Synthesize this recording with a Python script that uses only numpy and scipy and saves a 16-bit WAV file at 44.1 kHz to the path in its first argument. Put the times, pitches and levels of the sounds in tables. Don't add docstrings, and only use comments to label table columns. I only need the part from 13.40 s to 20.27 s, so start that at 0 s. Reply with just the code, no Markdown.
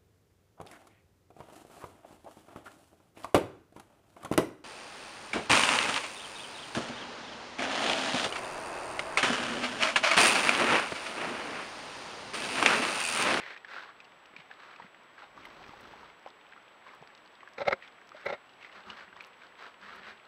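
import sys
import numpy as np
from scipy import signal
from scipy.fft import rfft, irfft, next_fast_len
from scipy.io import wavfile

SR = 44100
rng = np.random.default_rng(int(sys.argv[2]) if len(sys.argv) > 2 else 0)


def file_out(sig):
    cols = np.atleast_2d(sig).T
    lim = np.clip(cols, -1, 1)
    pcm = np.round(lim * 32767).astype(np.int16)
    wavfile.write(sys.argv[1], SR, pcm)


N = 303055
TIME_S = np.arange(N) / SR
BAND_LIMIT_HZ = 15720

# freq_hz, density_db
HISS_SPECTRUM = [(20, -19), (60, -12.5), (120, -7.5), (220, -2.5), (500, 1.5), (1100, 3), (2000, -0.5),
                 (3300, -6.5), (5000, -20), (6300, -25), (7300, -37), (9000, -34.5), (15500, -36)]
# freq_hz, density_db
PRICKLE_SPECTRUM = [(300, -16), (1500, 3), (3500, -1), (5500, 3), (8000, -17), (15500, -24)]
# freq_hz, density_db
DRAUGHT_SPECTRUM = [(15, -18), (40, 3.5), (100, -0.5), (400, 5), (900, -7.5), (2500, -9), (6000, -18.5),
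                    (8000, -38), (15500, -37)]
# peak_s, level_db
WING_TICKS = [(2.055, -54), (2.41, -55), (3.55, -61), (4.28, -50), (4.857, -53), (5.824, -62), (5.87, -57),
              (6.56, -57)]
# start_s, end_s, level_db
CASE_RUBS = [(5.363, 5.41, -65), (5.46, 5.55, -59.5), (5.605, 5.84, -68.5), (6.225, 6.28, -76),
             (6.416, 6.76, -66)]
# freq_hz, nominal_width_hz, gain_db
LOW_MODES = [(80, 57, -9), (199.5, 42, 1.5), (375, 22, -4.5)]
# peak_s, level_db, brightness_db, rise_s
CASE_BRUSHES = [(4.183, -33, -16, 0.0027), (4.207, -33.5, -21, 0.0036), (4.219, -32, -4.5, 0.0064),
                (4.255, -38, -14, 0.0023), (4.284, -18.5, -3.5, 0.0059), (4.3105, -31, -3, 0.0013),
                (4.329, -22, 5.5, 0.0038), (4.35, -58, -8, .004), (4.867, -28.5, -0.5, 0.0061),
                (4.89, -35, 0, 0.0074), (4.903, -32.5, -9, 0.0052), (4.928, -32.5, -6, 0.003),
                (4.9365, -36, -2.5, 0.0018)]
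# freq_hz, width_hz, gain_db
CASE_MODES = [(80, 70, -23), (205, 35, -18), (375, 60, -11), (560, 55, 2), (675, 65, -6), (765, 70, -6),
              (910, 70, -12), (1345, 70, 1), (1610, 110, -9), (1865, 80, -5), (2140, 130, -1),
              (2290, 110, -9)]
# freq_hz, density_db
RASP_SPECTRUM = [(50, -48), (130, -29), (240, -5.5), (380, -19.5), (800, 4), (1200, -7), (1700, -9),
                 (2300, -12), (2800, -12.5), (4500, -42), (8000, -62)]
# freq_hz, density_db
SCUFF_SPECTRUM = [(30, -29), (80, -6), (200, 2), (280, -2), (500, 0), (2300, 10.5), (2900, -10), (3600, 3),
                  (4050, 3.5), (4400, -4), (5200, -7.5), (6500, -17), (7600, -27.5), (15500, -41)]
# start_s, level_db, pitch_hz
HOOF_FALLS = [(.937, -46, 354), (0.963, -53, 250), (0.988, -51, 189), (1.398, -48, 566), (1.417, -52, 224),
              (1.445, -47, 225), (2.861, -35, 553), (3.611, -49, 183), (3.624, -39.5, 470)]
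# start_s, level_db, pitch_hz
STALK_SNAPS = [(.163, -45, 1870), (0.174, -46, 2460), (.246, -41, 1710), (.363, -41, 1400),
               (.382, -44, 1510), (0.602, -48, 2500), (0.65, -55, 2780), (0.963, -42.5, 2380),
               (1.104, -50.5, 774), (1.112, -42, 1750), (1.398, -42, 954), (1.421, -49, 1930),
               (1.78, -46.5, 1650), (1.82, -47.5, 1370), (1.833, -47, 810), (1.975, -46, 1160),
               (2.052, -43, 2060), (2.205, -51, 730), (2.334, -45.5, 834), (2.535, -48.5, 837),
               (2.63, -45.5, 930), (2.861, -42.5, 800), (2.872, -43, 943), (3.123, -49.5, 1590),
               (3.162, -49.5, 1180), (3.175, -54, 1360), (3.534, -47, 1060), (3.624, -47.5, 760),
               (3.701, -54, 1710), (4.005, -51, 2000), (4.03, -46, 1130), (4.074, -46.5, 1664),
               (4.423, -47, 1900), (4.476, -53, 3380), (4.717, -45.5, 1250), (4.746, -46, 610),
               (5.092, -56.5, 2900), (5.246, -43.5, 2040), (5.5, -39, 2890), (5.529, -45.5, 1380),
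               (5.727, -50.5, 1560), (5.763, -45, 1110), (5.806, -40.5, 2370)]
# start_s, end_s, level_db, centre_hz
GRASS_STROKES = [(-.02, 0.15, -45, 1930), (0.289, 0.419, -44, 1560), (0.408, 0.508, -53, 1360),
                 (0.982, 1.01, -49.5, 2200), (1.102, 1.179, -58.5, 1400), (1.191, 1.36, -53, 1200),
                 (1.398, 1.461, -54.5, 1200), (1.778, 1.866, -53.5, 1210), (1.968, 2.721, -56.5, 1100),
                 (3.448, 3.575, -55.5, 1150), (4.428, 4.451, -46, 2280), (4.747, 4.86, -53, 1540),
                 (5.209, 5.283, -52.5, 2330), (5.328, 5.42, -49.5, 1210), (5.463, 5.546, -48.5, 1180),
                 (5.568, 5.638, -46.5, 1630), (5.766, 5.886, -56.5, 1130), (5.994, 6.088, -57, 1190),
                 (6.183, 6.297, -49, 1210), (6.418, 6.609, -49.5, 1420), (6.64, 6.724, -46.5, 1650)]
# freq_hz, density_db
GRASS_SPECTRUM = [(59, -30), (100, -20), (134, -16), (205, -19), (264, -14), (386, -5.5), (467, -5),
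                  (1550, -3), (4190, -8.5), (7250, -28), (8060, -31), (8580, -34), (15500, -43)]


def gain_of(db):
    return 10 ** (np.asarray(db) / 20)


def unit_rms(x):
    return x / np.sqrt(np.mean(x ** 2) + 1e-20)


def add(mix, start_s, sound):
    part = mix[max(round(start_s * SR), 0):][:len(sound)]
    part += sound[:len(part)]


def coloured(x, spectrum):
    hz, db = np.transpose(spectrum)
    size = next_fast_len(len(x))
    curve_db = np.interp(np.log(np.fft.rfftfreq(size, 1 / SR) + 1), np.log(hz), db)
    return unit_rms(irfft(rfft(x, size) * gain_of(curve_db), size)[:len(x)])


def resonate(x, centre_hz, width_hz):
    carrier = np.exp(2j * np.pi * np.cumsum(centre_hz * np.ones(len(x))) / SR)
    pole = np.exp(-np.pi * width_hz / SR)
    return 2 * (carrier * signal.lfilter([1 - pole], [1, -pole], x / carrier + 1e-18)).real


def band(x, low_hz, high_hz, order=2):
    sos = signal.butter(order, [low_hz, min(high_hz, .45 * SR)], "band", fs=SR, output="sos")
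    return signal.sosfilt(sos, x)


def band_noise(samples, low_hz, high_hz, order=2):
    return unit_rms(band(rng.standard_normal(samples), low_hz, high_hz, order))


def grains(per_s, spread_db):
    size = gain_of(spread_db * np.minimum(rng.exponential(1, N), 4))
    return unit_rms(size * rng.choice([-1, 1], N) * (rng.random(N) < per_s / SR))


def swell(t, start_s, end_s, rise_s, fall_s):
    return (1 + np.tanh((t - start_s) / rise_s / 2)) * (1 - np.tanh((t - end_s) / fall_s / 2)) / 4


def camera_hiss(level_db=-57.5):
    return gain_of(level_db) * coloured(rng.standard_normal(N), HISS_SPECTRUM)


def camera_whine(level_db=-79, pitch_hz=7796.23, flips_per_s=59.52):
    polarity = np.tanh(25 * np.sin(np.pi * flips_per_s * TIME_S))
    return gain_of(level_db) * unit_rms(polarity * np.sin(2 * np.pi * pitch_hz * TIME_S))


def blade_prickle(level_db=-79):
    return gain_of(level_db) * coloured(grains(per_s=22, spread_db=6), PRICKLE_SPECTRUM)


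def leaf_litter(count=110, fall_s=0.0021):
    out, t = np.zeros(N), np.arange(1024) / SR
    for when, brightness, size in rng.random((count, 3)):
        centre_hz = 1500 * 2.8 ** brightness
        level_db = -46 + 6 * size - 10 * brightness
        crackle = band_noise(len(t), centre_hz * .7, centre_hz * 1.25, order=3) * np.exp(-t / fall_s)
        add(out, when * N / SR, gain_of(level_db) * crackle)
    return out


def wing_draught(rumble_db=-57.5, crinkle_db=-89):
    nearness = swell(TIME_S, start_s=1.957, end_s=2.69, rise_s=0.046, fall_s=0.035)
    rumble = coloured(grains(per_s=1500, spread_db=5), DRAUGHT_SPECTRUM)
    crinkle = unit_rms(band(grains(per_s=260, spread_db=3), 2000, 15000, order=1))
    return nearness * (gain_of(rumble_db) * rumble + gain_of(crinkle_db) * crinkle)


def wing_ticks(trim_db=-8, rise_s=0.0027, fall_s=0.004):
    out, t = np.zeros(N), np.arange(-512, 1024) / SR
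    touch = np.exp(np.minimum(t / rise_s, -t / fall_s))
    for peak_s, level_db in WING_TICKS:
        tick = band_noise(len(t), 3000, BAND_LIMIT_HZ, order=1) * touch
        add(out, peak_s + t[0], gain_of(level_db + trim_db) * tick)
    return out


def case_rubs(trim_db=2, rise_s=0.0073, fall_s=0.016):
    force = rng.standard_normal(N)
    hum = np.zeros(N)
    for freq_hz, nominal_width_hz, gain_db in LOW_MODES:
        width_hz = 1.1 * nominal_width_hz
        mode = resonate(resonate(force, freq_hz, width_hz), freq_hz, width_hz)
        hum += gain_of(gain_db) * unit_rms(mode)
    pressure = sum(gain_of(level_db) * swell(TIME_S, start_s, end_s, rise_s, fall_s)
                   for start_s, end_s, level_db in CASE_RUBS)
    return gain_of(trim_db) * unit_rms(hum) * pressure


def case_ring(force):
    return sum((-1) ** k * gain_of(gain_db) * signal.lfilter(*signal.iirpeak(hz, hz / width_hz, SR), force)
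               for k, (hz, width_hz, gain_db) in enumerate(CASE_MODES))


def brush_envelopes(hard_db=-20, hard_fall_s=0.0041, scuff_db=-8.5):
    power, t = np.zeros((3, N)), np.arange(-3000, 5000) / SR
    for peak_s, level_db, brightness_db, rise_s in CASE_BRUSHES:
        fall_s = hard_fall_s * gain_of(0.5 * (hard_db - level_db))
        stroke = gain_of(level_db) * np.exp(np.minimum(t / rise_s, -t / fall_s))
        for layer, layer_db in zip(power, (0, brightness_db, scuff_db)):
            add(layer, peak_s + t[0], (gain_of(layer_db) * stroke) ** 2)
    return np.sqrt(power)


def case_brushes(wall_lead_s=0.003, wall_band_hz=(70, 1020)):
    push, touch, scrape = brush_envelopes()
    slips = grains(per_s=12000, spread_db=1)
    steady_ring = case_ring(slips)
    early_push = np.roll(push, -round(wall_lead_s * SR))
    wall = band(case_ring(slips * early_push), *wall_band_hz, order=3)
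    wall *= 1.15 / np.std(band(steady_ring, *wall_band_hz, order=3))
    upper = unit_rms(band(steady_ring, 1050, 2320, order=5)) * touch
    rasp = coloured(grains(per_s=4500, spread_db=3), RASP_SPECTRUM) * push
    scuff = coloured(rng.standard_normal(N), SCUFF_SPECTRUM) * scrape
    return gain_of(-1) * wall + gain_of(-2) * upper + gain_of(-6) * rasp + scuff


def hooves(trim_db=2, grit=0.34, sag_per_s=16, decay_cycles=1.6):
    out, t = np.zeros(N), np.arange(6000) / SR
    for start_s, level_db, pitch_hz in HOOF_FALLS:
        thud = np.sin(2 * np.pi * np.cumsum(pitch_hz * np.exp(-sag_per_s * t)) / SR)
        soil = band_noise(len(t), pitch_hz / 2, pitch_hz * 2)
        envelope = np.exp(-t * pitch_hz / decay_cycles) * (1 - np.exp(-2 * pitch_hz * t))
        add(out, start_s, gain_of(level_db + trim_db) * (thud + grit * soil) * envelope)
    return out


def faint_snaps(count=24, low_hz=870, high_hz=3020):
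    pushing_s = np.concatenate([np.arange(start_s, end_s, 1 / SR) for start_s, end_s, *_ in GRASS_STROKES])
    return [(pushing_s[int(when * len(pushing_s))], -55 + 8 * size, low_hz * (high_hz / low_hz) ** pitch)
            for when, size, pitch in rng.random((count, 3))]


def stalk_snaps(ring_db=9, crunch_db=-3, crack_db=-19, crunch_s=0.0057, crack_s=0.0039,
                splinters_per_s=500, splinter_s=0.028):
    out, t = np.zeros(N), np.arange(4096) / SR
    for start_s, level_db, pitch_hz in STALK_SNAPS + faint_snaps():
        crunch_noise, crack_noise, sizes = rng.standard_normal((3, len(t)))
        breaks = 0.1 * sizes * (rng.random(len(t)) < splinters_per_s / SR) * np.exp(-t / splinter_s)
        breaks[0] = 1
        t60_s = 0.021 * (1530 / pitch_hz) ** 0.53
        envelope = np.exp(-np.log(1000) * t / t60_s) * (1 - np.exp(-2 * pitch_hz * t))
        stalk = np.sin(2 * np.pi * pitch_hz * t) * envelope
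        ring = signal.fftconvolve(breaks, stalk)[:len(t)]
        fibres = unit_rms(band(crunch_noise, pitch_hz * 0.48, pitch_hz * 1.6, order=3))
        crunch = fibres * np.exp(-t / crunch_s)
        crack = unit_rms(band(crack_noise, 2500, 5300, order=3)) * np.exp(-t / crack_s)
        snap = gain_of(ring_db) * ring + gain_of(crunch_db) * crunch + gain_of(crack_db) * crack
        add(out, start_s + 0.000948, gain_of(level_db) * snap)
    return out


def grass_swishes(focus=3, width_hz=600, glide=0.037, ragged_db=1.26):
    slips = grains(per_s=3500, spread_db=4.5) + 0.82 * rng.standard_normal(N)
    blades = coloured(slips, GRASS_SPECTRUM)
    tufts = gain_of(ragged_db * band_noise(N, 12, 70))
    out = np.zeros(N)
    for start_s, end_s, level_db, centre_hz in GRASS_STROKES:
        span = (TIME_S > start_s - .06) & (TIME_S < end_s + .1)
        t = TIME_S[span]
        falling_hz = centre_hz * (1 + glide * np.interp(t, [start_s, end_s], [1, -1]))
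        swish = unit_rms(blades[span] + focus * resonate(blades[span], falling_hz, width_hz))
        out[span] += gain_of(level_db) * swish * swell(t, start_s, end_s, rise_s=0.0095, fall_s=0.015)
    return out * unit_rms(tufts)


def scene():
    boar = grass_swishes() + leaf_litter() + stalk_snaps() + hooves()
    visitor = case_brushes() + case_rubs() + wing_draught() + wing_ticks()
    return (boar + visitor + blade_prickle())[None]


def record(dry):
    lowpass = signal.firwin(511, BAND_LIMIT_HZ, window=("kaiser", 9), fs=SR)
    return signal.oaconvolve(dry + camera_hiss() + camera_whine(), lowpass[None], "same")


dry = scene()
out = record(dry)
file_out(out)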